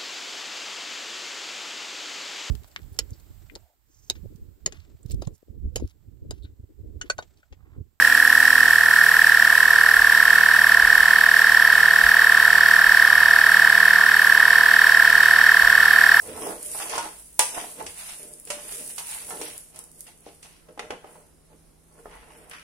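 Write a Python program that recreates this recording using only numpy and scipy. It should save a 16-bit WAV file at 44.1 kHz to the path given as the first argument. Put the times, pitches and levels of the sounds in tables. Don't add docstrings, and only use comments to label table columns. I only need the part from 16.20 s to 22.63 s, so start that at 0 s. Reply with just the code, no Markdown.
import sys
import numpy as np
from scipy import signal
from scipy.fft import rfft, irfft, next_fast_len
from scipy.io import wavfile
from scipy.ndimage import uniform_filter1d, map_coordinates

SR = 44100
rng = np.random.default_rng(int(sys.argv[2]) if len(sys.argv) > 2 else 0)


def boost(x):
    u = np.asarray(x, float) / 20
    return 10 ** u


def wrap_up_sound(samples):
    columns = np.atleast_2d(samples).T
    tamed = np.clip(columns, -1, 1)
    steps = np.round(tamed * 32767).astype(np.int16)
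    wavfile.write(sys.argv[1], SR, steps)


N = 283550
LAID_DOWN = 4.4


def unit(x):
    return x / np.sqrt(np.mean(x ** 2) + 1e-20)


def along(points, hz):
    f, v = np.transpose(points)
    return np.interp(np.log(hz + 1), np.log(f + 1), v)


def filtered(x, response):
    m = next_fast_len(x.shape[-1] + 8192)
    return irfft(rfft(x, m) * response(np.fft.rfftfreq(m, 1 / SR)), m)[..., :x.shape[-1]]


def colour(points):
    hz = np.fft.rfftfreq(1024, 1 / SR)
    cepstrum = irfft(np.log(boost(np.maximum(along(points, hz), -60))))
    cepstrum[1:512] *= 2
    cepstrum[513:] = 0
    h = irfft(np.exp(rfft(cepstrum)))[:512]
    return h / np.linalg.norm(h)


def modes(table, widen):
    t = np.arange(SR // 4) / SR
    h = np.zeros(len(t))
    for k, (hz, width, db) in enumerate(table):
        fade = np.exp(-np.pi * width * widen * t)
        h += (-1) ** k * boost(db) * np.sqrt(width) * fade * np.sin(2 * np.pi * hz * t)
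    return h / np.linalg.norm(h)


def ring(x, h):
    return signal.fftconvolve(x, h[None], axes=1)[:, :N]


def add_at(out, s, sound):
    out[:, round(s * SR):][:, :sound.shape[1]] += sound


def wobble(rate):
    return map_coordinates(rng.standard_normal(int(N * rate / SR) + 4), [np.arange(N) * rate / SR])


def swells(middle, length, level_db, rise=0.69):
    step = 64
    x = (np.arange(0, N + step, step) / SR - middle[:, None]) / length[:, None]
    x = np.where(x < 0, -x / rise, x)
    loss_db = 16 * x ** 1.18
    gain = np.sqrt(np.sum(boost(level_db[:, None] - loss_db) ** 2, 0))
    return np.interp(np.arange(N), np.arange(len(gain)) * step, gain)


def grains(per_s, spread_db, clump_db, bed, life, alike):
    struck = rng.random(N) < per_s / SR
    size = boost(spread_db * np.minimum(rng.exponential(size=N), 3))
    power = signal.lfilter([1], [1, -np.exp(-1 / (life * SR))], struck * size ** 2)
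    bursts = np.sqrt(np.abs(power))
    common, apart = rng.standard_normal((2, N))
    turn = np.arccos(np.clip(alike, 0, 1)) / 2
    pair = np.cos(turn) * common + np.sin(turn) * apart * np.array([[1], [-1]])
    return unit(boost(clump_db * wobble(45)) * (unit(bursts) + bed) * pair)


# (frequency [Hz], level [dB])
KITCHEN_AIR = [(15, -14.5), (30, -5.5), (59, -9), (107, -18), (220, -12.5), (480, -17), (800, -23.5),
               (1500, -29.5), (3000, -34), (6000, -31), (8000, -35), (10000, -28), (12300, -33.5),
               (15800, -55)]
# (frequency [Hz], likeness [0 to 1])
AIR_LIKENESS = [(30, 0.29), (120, 0.27), (300, 0.25), (1000, 0.29), (4000, 0.17)]


def kitchen():
    def mid_and_side(hz):
        turn = np.arccos(np.clip(along(AIR_LIKENESS, hz), -1, 1)) / 2
        return boost(along(KITCHEN_AIR, hz)) * [np.cos(turn), np.sin(turn)]

    mid, side = filtered(rng.standard_normal((2, N)), mid_and_side)
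    air = unit(np.array([mid + side, mid - side])) * boost(-59.5 + 0.45 * wobble(4.8))
    hum_hz = 160 + 3.5 * wobble(11)
    hum = boost(-63.5 + 2.1 * wobble(31)) * np.sin(2 * np.pi * np.cumsum(hum_hz) / SR)
    return (air + hum) * boost([[-.7], [.7]])


# (time [s], length [s], sway level [dB], rub level [dB])
GRIPS = [
    (0.127, 0.19, -71, -52.5),
    (0.496, 0.11, -57.5, -65),
    (1.0, 0.16, -56, -81.5),
    (1.205, 0.09, -59, -66),
    (1.66, 0.076, -55, -52),
    (2.5, 0.11, -57.5, -80),
    (3.1, 0.59, -64, -66.5),
    (4.66, 0.13, -61, -62),
    (5.46, 0.21, -60, -68),
    (5.958, .3, -56.5, -76),
]


def hand():
    def rumble(hz, q):
        return unit(filtered(rng.standard_normal(N), lambda f: 1 / (1 + (q * np.log2((f + 1) / hz)) ** 4)))

    s, length, sway_db, rub_db = np.transpose(GRIPS)
    sway = np.hypot(swells(s, length, sway_db), boost(-70)) * rumble(hz=44.7, q=2.4)
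    rub = np.hypot(swells(s, length, rub_db), boost(-73.5)) * rumble(hz=84.4, q=3.0)
    return sway + rub


# (frequency [Hz], time to fall 60 dB [s])
TILE_ECHO = [(200, 0.19), (1500, 0.36), (9000, 0.52)]


def tiles(x):
    out, step = np.zeros((2, N + SR)), SR // 4
    for k in range(0, N, step):
        hz, t, z = signal.stft(rng.standard_normal((2, SR // 3)), SR, nperseg=256)
        z[1] = np.where(hz[:, None] < 700, z[0], z[1])
        fade = boost(-60 * t / along(TILE_ECHO, hz)[:, None])
        tail = signal.istft(z * fade, SR, nperseg=256)[1]
        wet = signal.fftconvolve(x[None, k:k + step], tail / np.linalg.norm(tail[0]), axes=1)
        out[:, k + 300:][:, :wet.shape[1]] += wet
    return out[:, :N]


# (frequency [Hz], width [Hz], level [dB])
PAN_LOW = [(170, 34, -13.5), (230, 57, -7.5), (313.7, 36, -6), (337, 20, -6.5), (410.4, 51, -0.5),
           (455, 69.7, 6), (491.3, 71, 2), (588.5, 17, -6.5), (606.4, 38, -1.5)]
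PAN_HIGH = [(718.5, 73, 2), (796, 32, -2), (855.4, 35, 2), (958, 98, 3), (1070, 95, 3), (1197, 150, -4.5),
            (1291, 39, -4.5), (1456, 38, -6.5), (1697, 270, -6.5), (2014, 30, -10.5)]
# (frequency [Hz], level [dB])
CLINK = [(2500, -40.5), (4500, -12), (6000, -6.5), (7800, -4), (9600, -2.5), (10800, -9), (12000, -20),
         (14500, -34), (15800, -35.5)]


def blow(clack_db, knock_db, knock_hz, tick_db, ring_s, edge):
    t = np.arange(SR // 3) / SR
    hz, width, level = np.transpose(PAN_LOW + PAN_HIGH)[:, :, None]

    def crack(fast_s, tail_db, spectrum):
        fade = boost(-60 * t / fast_s) + boost(tail_db - 60 * t / ring_s)
        noise = rng.standard_normal((2, len(t))) * (1 - np.exp(-t / 0.001)) * fade
        return signal.fftconvolve(noise, colour(spectrum)[None], axes=1)[:, :len(t)]

    tick = boost(tick_db - 12.5) * crack(0.029, -3, CLINK)
    clack = boost(clack_db - 6.5) * crack(0.033, -2.5, edge)
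    off_pitch_db = 6.6 * np.log2(hz / knock_hz) ** 2
    strength = boost(0.46 * level - off_pitch_db + rng.normal(0, 4.6, level.shape))
    phase = 2 * np.pi * (hz * boost(rng.normal(0, .3, hz.shape)) * t + rng.random(hz.shape))
    fade = boost(-60 * t / ring_s * boost(rng.normal(0, 1.75, hz.shape)))
    body = np.sum(strength * fade * np.sin(phase), 0) / np.linalg.norm(strength)
    attack = (1 - np.exp(-t / 0.00035)) * (1 + 0.87 * boost(-60 * t / 0.01))
    knock = boost(knock_db - 3.5) * attack * body
    late = .5 * np.roll(knock, 14) * np.array([[1], [-1]])
    return (tick + clack + knock + late) * boost([[-.9], [.9]])


# (frequency [Hz], level [dB])
JAR_EDGE = [(600, -29), (1200, -2.5), (2000, -1.5), (3000, -5), (4000, -13.5), (6000, -13.5), (9000, -44),
            (15000, -61)]
# (time [s], edge level [dB], knock level [dB], knock pitch [Hz])
SET_DOWN = [
    (4.4865, -51, -37.5, 409),
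    (4.576, -43, -31, 458),
    (4.5927, -23.5, -26.5, 455),
    (4.705, -26.5, -24, 486),
    (4.8441, -51, -32.5, 570),
    (5.3294, -58, -55, 638),
    (5.8564, -52, -28.5, 575),
    (5.9111, -45, -43.5, 630),
    (6.296, -55, -65, 1480),
    (6.3111, -34, -44, 636),
]


def set_down():
    out = np.zeros((2, N + SR))
    for s, clack_db, knock_db, knock_hz in SET_DOWN:
        add_at(out, s, blow(clack_db, knock_db, knock_hz, clack_db - 3, ring_s=0.059, edge=JAR_EDGE))
    return out[:, :N]


# (frequency [Hz], level [dB])
LENTIL = [(2500, -45), (4500, -17.5), (6000, -13.5), (7800, -7), (9600, 1), (10800, -3), (12000, -10),
          (14500, -14.5), (15800, -16.5)]
# (time [s], peak level [dB])
SHARP_TICKS = [(0.074, -29.5), (0.176, -31.5), (0.271, -25.5), (0.4284, -25), (0.5156, -26), (0.6198, -29.5),
               (0.696, -26), (0.856, -41.5), (3.56, -36.5), (1.1433, -41), (1.1929, -6), (1.6257, -32),
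               (1.78, -37), (1.9212, -32.5), (2.03, -30.5), (2.137, -31.5), (2.1989, -33), (2.252, -32.5),
               (2.677, -28.5), (2.8703, -29), (3.3468, -44.5), (3.379, -28.5), (3.6396, -34.5), (3.6651, -47.5),
               (3.716, -39.5), (3.5904, -29), (3.807, -29), (3.9759, -49), (4.0063, -47), (6.297, -36)]


def sharp_ticks():
    out, t = np.zeros((2, N + SR)), np.arange(SR // 20) / SR
    for s, db in SHARP_TICKS:
        fade = boost(-60 * t / 0.0069) + boost(-16.5 - 60 * t / 0.15)
        add_at(out, s, boost(db + 1.0) * fade * rng.standard_normal((2, len(t))))
    return ring(out, colour(LENTIL))


# (frequency [Hz], level [dB])
RIM = [(600, -28.5), (1200, -8), (2000, -3), (2800, -1.5), (4000, -6.5), (6000, -6), (9000, -27),
       (15000, -65)]
# (time [s], edge level [dB], knock level [dB], knock pitch [Hz])
KNOCKS = [(0.2194, -37, -30.5, 625), (0.2635, -52, -24.5, 455), (0.5481, -43, -33.5, 866),
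          (0.6008, -33.5, -29, 1520), (0.6958, -31, -36, 475), (0.7537, -33.5, -27, 1070),
          (0.7788, -26, -21.5, 1240), (0.8554, -49, -31.5, 690), (1.192, -13, -16, 950),
          (1.3444, -32, -36, 891), (1.6633, -31, -43.5, 482), (2.2715, -41.5, -45, 402),
          (2.3019, -25, -27, 907), (2.5194, -39, -42.5, 334), (2.7805, -29, -37.5, 1060),
          (2.889, -41, -47, 880), (3.105, -37.5, -32, 1240), (3.2131, -31, -30.5, 480),
          (3.5441, -50, -49, 840), (3.56, -44.5, -54.5, 584), (3.59, -46.5, -62, 581),
          (3.8661, -44.5, -52, 398), (4.0647, -58, -36, 455), (4.2272, -42.5, -54.5, 830)]


def pan_knocks():
    out = np.zeros((2, N + SR))
    for s, clack_db, knock_db, knock_hz in KNOCKS:
        add_at(out, s, blow(clack_db, knock_db, knock_hz, clack_db + 9.5, ring_s=0.18, edge=RIM))
    return out[:, :N]


# (loudest time [s], length [s], rattle level [dB])
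SWEEPS = [(0, 0.23, -40), (0.217, 0.27, -37), (0.295, 0.21, -47), (0.453, 0.15, -35), (0.548, 0.3, -33),
          (0.77, 0.48, -42), (0.99, 0.2, -57.5), (1.237, 0.062, -44.5), (1.367, 0.44, -38.5),
          (1.602, 0.037, -44.5), (1.688, .06, -42.5), (1.798, 0.098, -37), (1.893, 0.34, -39),
          (2.14, 0.098, -51.5), (2.307, 0.19, -42), (2.527, 0.45, -36.5), (2.699, 0.051, -35.5),
          (2.79, 0.13, -38), (2.912, 0.18, -33.5), (3.09, 0.17, -37.5), (3.224, 0.25, -39),
          (3.577, 0.12, -50.5), (3.787, 0.19, -50), (4.086, 0.36, -56.5), (4.232, 0.15, -56.5),
          (4.92, .2, -55), (5.806, 0.49, -60), (6.134, 0.23, -57.5), (6.316, 0.065, -56)]
# (middle time [s], length [s], level [dB], brightness [octaves over lowest modes])
SCRAPES = [(0.093, 0.12, -39, 0.85), (0.18, 0.24, -39.5, 0.84), (0.269, 0.095, -31, 0.87),
           (0.49, 0.18, -51.5, 0), (0.617, 0.068, -36.5, 2), (0.747, 0.14, -32, 1.64),
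           (0.84, 0.045, -37, 2.7), (1.248, 0.037, -44, 1.5), (1.379, 0.13, -36.5, 1.47),
           (1.603, 0.078, -37, 0.82), (1.7, 0.055, -47, 3.5), (1.797, 0.087, -40, 3),
           (1.888, .14, -41.5, 3), (2.039, 0.16, -50, -0.46), (2.351, 0.11, -43.5, 1.56),
           (2.516, 0.21, -43, 3), (2.602, .16, -48.5, 0.14), (2.447, 0.062, -52, .5),
           (2.797, 0.056, -46, 1.9), (2.917, 0.15, -40, 3), (3.0, 0.22, -48, 3.5), (3.15, 0.18, -42, .7),
           (3.259, 0.13, -41, 3), (3.574, 0.12, -54, 1.3), (3.757, 0.045, -60.5, -0.1),
           (3.882, 0.057, -47.5, 3.5), (4.077, 0.084, -54, 2.5), (4.255, 0.058, -52, 2.5),
           (4.322, 0.15, -56, 3)]
# (middle time [s], length [s], level [dB], brightness [octaves])
SHUFFLES = [(4.499, 0.039, -49.5, 0.62), (4.625, 0.063, -43, 0.82), (4.723, 0.033, -35.5, 0.9),
            (4.873, 0.074, -46.5, 0.92), (4.954, 0.13, -52.5, 0.88), (5.324, 0.051, -57, .3),
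            (5.78, .14, -55, 0.67), (5.873, 0.045, -49, 0.77), (5.938, 0.06, -46, 1.7), (6.0, 0.25, -55, 3),
            (6.154, 0.36, -53, 1.1), (6.332, 0.052, -43, 3), (6.38, 0.12, -43, 3.63)]


def stirring():
    s, length, db, octave = np.transpose(SCRAPES + SHUFFLES)

    def layer(centre):
        return swells(s, length, db - 3.5 * (octave - centre) ** 2)

    rolling = np.hypot(swells(*np.transpose(SWEEPS), rise=0.43), boost(-67))
    rubbing = layer(2.475)

    ticks = grains(190, 5.5, 1.0, bed=2.56, life=0.0014, alike=.05)
    rattle_gain = np.hypot(rolling, boost(-13) * rubbing)
    rattle = ring(rattle_gain * ticks, colour(LENTIL))

    scratches = grains(260, 7.3, 1.3, bed=2.3, life=0.00092, alike=0.085)
    drag_gain = np.hypot(rubbing, boost(-16) * rolling)
    drag = drag_gain * boost(-1.05) * scratches
    resting = np.arange(N) > LAID_DOWN * SR
    hiss = ring(drag * ~resting, colour(RIM)) + ring(drag * resting, colour(JAR_EDGE))

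    slow_rub = grains(200, 3, 0.53, bed=1.2, life=0.006, alike=.9)
    drone = ring(layer(0.042) * slow_rub, modes(PAN_LOW, widen=1.1))
    quick_rub = grains(170, 5.6, 3.3, bed=1.2, life=.002, alike=.2)
    bright = ring(layer(1.47) * boost(-3.0) * quick_rub, modes(PAN_HIGH, widen=1.39))
    return rattle * boost([[-1.4], [1.4]]) + hiss + (drone + bright) * boost([[-1.2], [1.2]])


def scene():
    close = stirring() + pan_knocks() + set_down() + sharp_ticks()
    return close + boost(-3.5) * tiles(close.mean(0)) + kitchen() + hand()


# (frequency [Hz], rarity [standard deviations])
GAPS = [(2200, 3), (3300, 1.1), (4800, .8), (7000, 1), (8300, 2.2), (11000, 2.2), (12300, .7), (14800, .5),
        (15600, -.2)]


def flicker_bands(x):
    lead, wide = 465, 8
    hz, t, z = signal.stft(np.pad(x, ((0, 0), (lead, 0))), SR, "cosine", nperseg=2048, noverlap=1024)
    field = rng.standard_normal((len(hz) // wide + 1, len(t)))
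    field = uniform_filter1d(uniform_filter1d(field, 2, 0), 3, 1)
    power = np.sum(np.abs(z) ** 2, (0, 1))
    attack = power > 3 * np.roll(power, 1)
    heard = np.repeat(unit(field), wide, 0)[:len(hz)] < along(GAPS, hz)[:, None]
    kept = heard | attack | np.roll(attack, 1)
    return signal.istft(z * kept, SR, "cosine", nperseg=2048, noverlap=1024)[1][:, lead:lead + N]


def band_limit(x):
    return signal.sosfilt(signal.butter(12, 16480, fs=SR, output="sos"), x)


def record(dry):
    def in_band(hz):
        return hz < 15830

    x = flicker_bands(filtered(dry, in_band))
    mix = filtered(np.clip(x, -.95, .95), in_band)
    return band_limit(mix)


dry = scene()
out = record(dry)
wrap_up_sound(out)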